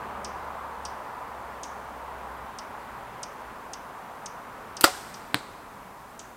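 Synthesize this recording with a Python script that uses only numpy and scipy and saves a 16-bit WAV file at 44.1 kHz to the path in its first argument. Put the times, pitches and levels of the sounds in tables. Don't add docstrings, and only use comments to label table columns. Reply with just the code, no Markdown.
import sys
import numpy as np
from scipy import signal
from scipy.fft import rfft, irfft, next_fast_len
from scipy.io import wavfile
from scipy.ndimage import uniform_filter1d

SR = 44100
rng = np.random.default_rng(int(sys.argv[2]) if len(sys.argv) > 2 else 0)


def master(y):
    cut = np.clip(np.atleast_2d(y).T, -1, 1)
    pcm = np.round(cut * 32767)
    wavfile.write(sys.argv[1], SR, pcm.astype(np.int16))


def rack_gain(trim_db):
    fader = np.asarray(trim_db, float)
    return 10 ** (fader / 20)


N = 280476
T = np.arange(N) / SR
SHOT = slice(int(4.7 * SR), N)
IMPACT_S = 5.3441


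def along(points, hz):
    p = np.array(points, float)
    return np.interp(np.log(np.maximum(hz, 1)), np.log(p[:, 0]), p[:, 1])


def level(x, db):
    return x * rack_gain(db) / np.sqrt(np.mean(x ** 2))


def colour(x, points):
    size = 2048
    cepstrum = irfft(along(points, np.fft.rfftfreq(size, 1 / SR)) * np.log(10) / 20)
    cepstrum[1:size // 2] *= 2
    cepstrum[size // 2 + 1:] = 0
    impulse = irfft(np.exp(rfft(cepstrum)))[:size // 2]
    return signal.oaconvolve(x, impulse)[:len(x)]


def ring(blows, modes):
    t = T[:SR // 4]
    body = np.zeros(len(t))
    for hz, db, t60, *sign in modes:
        body += np.prod(sign) * rack_gain(db) * np.sin(2 * np.pi * hz * t) * 1000 ** (-t / t60)
    return signal.fftconvolve(blows, body)[:len(blows)]


def taps(times, dbs):
    out = np.zeros(N + 1)
    for s, db in zip(times, dbs):
        i, part = divmod(s * SR, 1)
        out[int(i):int(i) + 2] += rack_gain(db) * np.array([1 - part, part])
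    return out[SHOT]


def chatter(rows):
    t = T[SHOT]
    shape = np.zeros(len(t))
    for s, db, ms in rows:
        shape += rack_gain(db) * (t > s) * np.exp(-np.maximum(t - s, 0) * 1000 / ms)
    return shape * rng.standard_normal(len(t))


def walk(rate):
    k = int(SR / rate)
    held = np.repeat(rng.standard_normal(N // k + 1), k)
    return 1.3 * uniform_filter1d(uniform_filter1d(held, k), k)[:N]


def bands(noise, gain):
    size = next_fast_len(len(noise), True)
    spectrum = rfft(noise, size)
    octave = np.log2(np.maximum(np.fft.rfftfreq(size, 1 / SR), 1))
    out = 0
    for centre in np.arange(4.5, 14.6, .5):
        window = np.clip(1 - 2 * abs(octave - centre), 0, 1)
        out = out + gain(2 ** centre) * irfft(spectrum * window, size)[:len(noise)]
    return out


def wood(x, near_db, deep_db, onset_ms=3.0):
    # pitch_hz, t60_s
    near_decay = [(200, 0.5), (700, 0), (2000, .17), (5000, .19), (9000, .16), (15000, .11)]
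    # pitch_hz, t60_s
    deep_decay = [(200, .5), (700, .8), (2000, .9), (5000, 1.1), (9000, 1.1), (15000, 1.2)]
    # pitch_hz, level_db
    bark = [(100, -23), (400, -6), (1000, -3), (2500, -3.5), (4500, -4), (6500, -4), (8500, -2),
            (11000, -3), (14000, -6.5)]
    t = T[:32000]

    def fade(hz):
        near = rack_gain(near_db) * 1000 ** (-t / along(near_decay, hz))
        deep = rack_gain(deep_db) * 1000 ** (-t / along(deep_decay, hz))
        return near + deep

    echoes = bands(rng.standard_normal(len(t)), fade) * (1 - np.exp(-t * 1000 / onset_ms))
    return signal.fftconvolve(x, colour(echoes, bark))[:len(x)]


def engines():
    # start_s, length_s, pitch_hz, level_db
    drones = [
        (-.1, 1.1, 72, -54),
        (0, .45, 201, -58),
        (1.15, 1.45, 64, -55),
        (2.5, .65, 60, -60),
        (3.35, .25, 59, -61),
        (2.75, .55, 120, -64),
        (5.65, .45, 189, -59),
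    ]
    sag_per_s, swell_s = .01, .15
    out = np.zeros(N)
    for s, length, hz, db in drones:
        pitch = hz * (1 - sag_per_s * (T - s) + .015 * walk(6))
        edge = np.clip(np.minimum(T - s, s + length - T) / swell_s, 0, 1)
        loudness = np.sqrt(2) * edge * rack_gain(db + 2.5 * walk(5))
        out += loudness * np.sin(2 * np.pi * np.cumsum(pitch) / SR)
    return out


def road():
    # pitch_hz, level_db (per Hz)
    tyres = [(15, -44), (25, -18.5), (53, -8.5), (87, -14.5), (113, -10.5), (141, -12.5), (245, -8.5),
             (334, -13), (418, -8), (466, -9), (991, -1), (2300, -19.3), (5000, -37), (6500, -65),
             (11000, -120)]
    # time_s, length_s, rumble_db, upper_roar_db
    cars = [
        (0.05, .35, 4, 1),
        (3.0, .6, 2, 2),
        (5.1, .5, 2, 3),
    ]
    roar_db, fade_db_per_s = -41.4, -1.45
    roar = fade_db_per_s * (T - T.mean())
    low, top = .15 * roar, .6 * roar
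    for s, length, low_db, top_db in cars:
        open_view = np.exp(-((T - s) / length) ** 2)
        low, top = low + low_db * open_view, top + top_db * open_view
    swell = walk(1.5)

    def gain(hz):
        rumble_tilt = np.clip(np.log2(600 / hz), 0, 1) * (low - roar)
        upper_tilt = np.clip(np.log2(hz / 1000), 0, 1) * (top - roar)
        flicker = .5 * min(hz / 600, 1) * swell + .5 * walk(9)
        return rack_gain(roar + rumble_tilt + upper_tilt + flicker)

    murmur = level(colour(rng.standard_normal(N), [(50, -25), (72, 0), (85, 0), (105, -25)]), -64)
    tyre_roar = bands(level(colour(rng.standard_normal(N), tyres), roar_db), gain)
    return murmur + tyre_roar + engines()


def birds():
    # start_s, peak_db, overtone_db, haze_db, throat_hz
    chips = [
        (0.2442, -29, -3, -18, 5600),
        (0.8497, -29.5, -2, -18, 5300),
        (1.6315, -29.5, -6, -15, 6300),
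        (2.5846, -31, -5, -21, 5400),
        (3.2294, -28, -1, -22, 5800),
        (3.7323, -29, -3, -22, 5800),
        (4.2577, -30, -1, -20, 6000),
        (4.7662, -29, -4, -20, 5400),
        (5.1393, -36.5, -3.5, -15, 5400),
        (6.1913, -32.5, -6, -15, 6700),
    ]
    # middle_s, level_db, pitch_hz, length_ms
    whistles = [
        (0.6, -71, 7900, 70),
        (1.503, -66, 5000, 12),
        (1.53, -71, 5550, 50),
        (3.31, -64, 2500, 60),
        (4.655, -64, 6800, 8),
    ]
    # pitch_hz, level_db
    beak = [(1800, -18), (3000, 2), (4500, -1.5), (6500, 2.5), (7300, -4), (8600, 1), (10500, -7.5),
            (14000, -14)]
    top_hz, end_hz, fall_ms = 9900, 2300, 3.6
    throat_width_hz, upper_throat_hz, upper_throat_db = 600, 8400, -4
    ground_echo_ms, ground_echo_db = 6.2, -9
    near, scattered, t = np.zeros(N), np.zeros(N), T[:int(.02 * SR)]
    pitch = end_hz + (top_hz - end_hz) * np.exp(-(t * 1000 / fall_ms) ** 1.7)
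    phase = 2 * np.pi * np.cumsum(pitch) / SR
    shape = (1 - np.exp(-t / .0006)) * np.exp(-(t / .0098) ** 2.5)

    def resonance(k, hz):
        return 1 / (1 + ((k * pitch - hz) / throat_width_hz) ** 2)

    for s, db, over_db, haze_db, throat_hz in chips:
        round_tones = beamed = 0
        for k, share_db in zip((1, 2, 3), (0, over_db, over_db - 11)):
            partial = rack_gain(db + share_db) * shape * (k * pitch < 14000) * np.sin(k * phase)
            round_tones = round_tones + (.25 + resonance(k, throat_hz)) * partial
            beamed = beamed + rack_gain(over_db + upper_throat_db) * resonance(k, upper_throat_hz) * partial
        twigs = rng.standard_normal(len(t)) * np.exp(-t / .006) * (t > .001)
        i = int(s * SR)
        near[i:i + len(t)] += round_tones + beamed
        j = i + int(ground_echo_ms * SR / 1000)
        near[j:j + len(t)] += rack_gain(ground_echo_db) * round_tones
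        near[i:i + 2 * len(t) - 1] += rack_gain(haze_db - 8) * signal.fftconvolve(round_tones, twigs)
        scattered[i:i + len(t)] += rack_gain(haze_db) * round_tones
    for s, db, hz, length_ms in whistles:
        swell = np.exp(-((T - s) * 2000 / length_ms) ** 4)
        near += rack_gain(db + 1.5) * swell * np.sin(2 * np.pi * hz * T)
    return colour(near + wood(scattered, -14.5, -27, onset_ms=5.0), beak)


def flight():
    # pitch_hz, level_db
    vanes = [(1500, -22), (3500, -2), (6000, -8), (8300, -2), (10500, -12), (13300, -2), (16000, -14)]
    vanes_db, leaves_s, arrow_m_s, archer_m = -33, 4.842, 70, 6
    t = T[SHOT]
    metres = archer_m + arrow_m_s * np.maximum(t - leaves_s, 0)
    hiss = level(colour(rng.standard_normal(len(t)), vanes), vanes_db)
    flutter = rack_gain(2.5 * walk(40)[SHOT])
    in_flight = (t > leaves_s) & (t < IMPACT_S)
    return hiss * flutter * in_flight / metres


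def target():
    # pitch_hz, level_db, t60_s, polarity
    skin_modes = [(4100, -12, .003, 1), (8300, -16, .005, -1), (13200, -11, .0018, 1)]
    # pitch_hz, level_db, t60_s
    foam_modes = [(130, -32, .1), (205, -30, .1), (300, -23, .06), (370, -32, .04), (1040, -36, .04),
                  (1550, -27, .03)]
    # pitch_hz, level_db
    all_round = [(200, -1), (600, 8), (1200, 6), (2700, -7), (4000, 0), (5800, -14), (8200, -10),
                 (12000, -27), (16000, -34)]
    dent_db, dent_ms, pierce_db, pierce_ms = -12, .31, -3, .19
    ground_ms, ground_db = 7, -14
    ms = (T[SHOT] - IMPACT_S) * 1000
    dent = rack_gain(dent_db) * np.sin(np.pi * np.clip(ms / dent_ms, 0, 1))
    through = (ms - dent_ms) / pierce_ms
    edge = np.clip(1 + through / .25, 0, 1) * np.clip(1 - (through - 1) / .6, 0, 1)
    crack = rack_gain(pierce_db) * edge * np.clip(.85 - 1.9 * through, -1.05, .85)
    skin = ring(taps([IMPACT_S + dent_ms / 1000], [0]), skin_modes)
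    blow = taps([IMPACT_S], [0])
    thud = ring(blow, foam_modes)
    haze = wood(colour(blow, all_round), -23, -34, onset_ms=3.0)
    direct = dent + crack + skin + thud
    delayed = np.roll(direct, int(ground_ms * SR / 1000))
    mirrored = rack_gain(ground_db) * colour(delayed, [(1800, 0), (5000, -14)])
    return colour(direct + mirrored + haze, [(20, -30), (70, -8), (130, 0)])


def string():
    # time_s, pitch_hz, level_db
    glide = [
        (4.832, 2300, -50),
        (4.8355, 2500, -30),
        (4.8378, 3200, -12.5),
        (4.839, 3600, -26),
        (4.8405, 4600, -45),
    ]
    s, hz, db = np.transpose(glide)
    t = T[SHOT]
    loudness = rack_gain(np.interp(t, s, db - 7, left=-200, right=-200))
    whistle = loudness * np.sin(2 * np.pi * np.cumsum(np.interp(t, s, hz)) / SR)
    sheared_air = chatter([(4.8348, -26, 6), (4.8392, -17, .7)])
    return whistle + colour(sheared_air, [(3000, -25), (8000, -8), (13500, 0), (16000, -6)])


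def bow():
    # time_s, click_db, rattle_ms
    clicks = [
        (4.8097, -18, .6),
        (4.8102, -3, .4),
        (4.8125, -14, 2.8),
        (4.8207, -24, .8),
        (4.8255, -33, 2),
    ]
    # pitch_hz, level_db
    jaw = [(300, -14), (1500, -6), (3000, -2), (6000, -10), (8400, -3), (10500, -5), (13500, -4),
           (16000, -13)]
    # time_s, limb_blow_db, cam_rattle_db, rattle_ms
    stops = [(4.8345, -46, -29, 4), (4.8392, -32, -16, 1), (4.8407, -13, -14, .5), (4.8414, -10, 2, 1.0),
             (4.8428, -3, -8, 1), (4.8453, -14, -4, 1.1), (4.847, -17, -13, 1.2), (4.8515, -17, -15, 3.5),
             (4.8605, -22, -22, 3), (4.868, -27, -30, 3), (4.877, -30, -26, 4)]
    # pitch_hz, level_db, t60_s
    limb_modes = [(880, -15, .04), (1060, -15, .035), (1230, -11, .045), (1310, -14, .06),
                  (1400, -1.5, .017), (1680, -6, .02), (1880, -17, .02)]
    # pitch_hz, level_db
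    cam_metal = [(1180, -35), (2000, -17), (2300, -13), (2810, -3), (4190, -9), (4820, 2), (5630, -12),
                 (6940, -13), (8300, -3), (10500, -17), (12900, -11), (14800, -17), (16000, -28)]
    # time_s, pitch_hz, level_db, t60_s
    riser_modes = [
        (4.81, 320, -36, .05),
        (4.8403, 324, -9, .05),
        (4.8415, 745, -18, .04),
        (4.8445, 562, -23, .17),
        (4.845, 635, -24, .035),
        (4.874, 740, -25, .15),
        (4.876, 1040, -23, .04),
        (4.885, 400, -33, .05),
        (4.949, 1600, -38, .05),
    ]
    # pitch_hz, level_db
    spray = [(1200, -18), (2200, -8), (4800, -4), (6500, -9), (8300, -7), (11000, -17), (13600, -14),
             (16000, -26)]
    # pitch_hz, level_db
    low_cut = [(20, -38), (80, -9), (180, -9), (280, 0), (15600, 0), (16600, -25)]
    click = colour(chatter(clicks), jaw)
    zip_up = string()
    s, limb_db, cam_db, ms = np.transpose(stops)
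    limbs = ring(taps(s, limb_db), limb_modes)
    riser = sum(ring(taps([start], [0]), [mode]) for start, *mode in riser_modes)
    cams = colour(chatter(zip(s, cam_db + 6, ms)), cam_metal)
    slam = colour(taps([4.842], [24]), spray)
    haze = wood(limbs + rack_gain(-6) * riser, -35, -56) + wood(slam + click, -35, -48)
    return colour(click + zip_up + limbs + riser + cams + haze, low_cut)


def scene():
    air = road() + birds()
    air[SHOT] += bow() + flight() + target()
    return np.tile(air, (2, 1))


def roll_off(x):
    return signal.sosfilt(signal.butter(12, 16470, fs=SR, output="sos"), x)


def record(dry):
    # pitch_hz, level_db (per Hz)
    preamp = [(2060, -30.5), (3500, -5.5), (5710, -6), (6960, -6), (14000, -8.5), (15000, -9),
              (16000, -17.5)]
    roof = signal.ellip(8, .3, 60, 15750, fs=SR, output="sos")
    mid, side = (signal.sosfilt(roof, level(colour(rng.standard_normal(N), preamp), -62)) for _ in range(2))
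    drift = level(colour(rng.standard_normal(N), [(20, -5), (60, -6), (300, -22), (700, -38), (1200, -60)]), -77)
    difference = colour(side, [(2000, -20), (5000, -14), (8000, -13), (13000, -9)]) + drift
    wet = dry + mid + difference * np.array([[1], [-1]])
    overloaded = np.clip(wet, -.82, .82)
    top = signal.butter(12, 16250, fs=SR, output="sos")
    mix = signal.sosfilt(top, overloaded)
    return roll_off(mix)


dry = scene()
out = record(dry)
master(out)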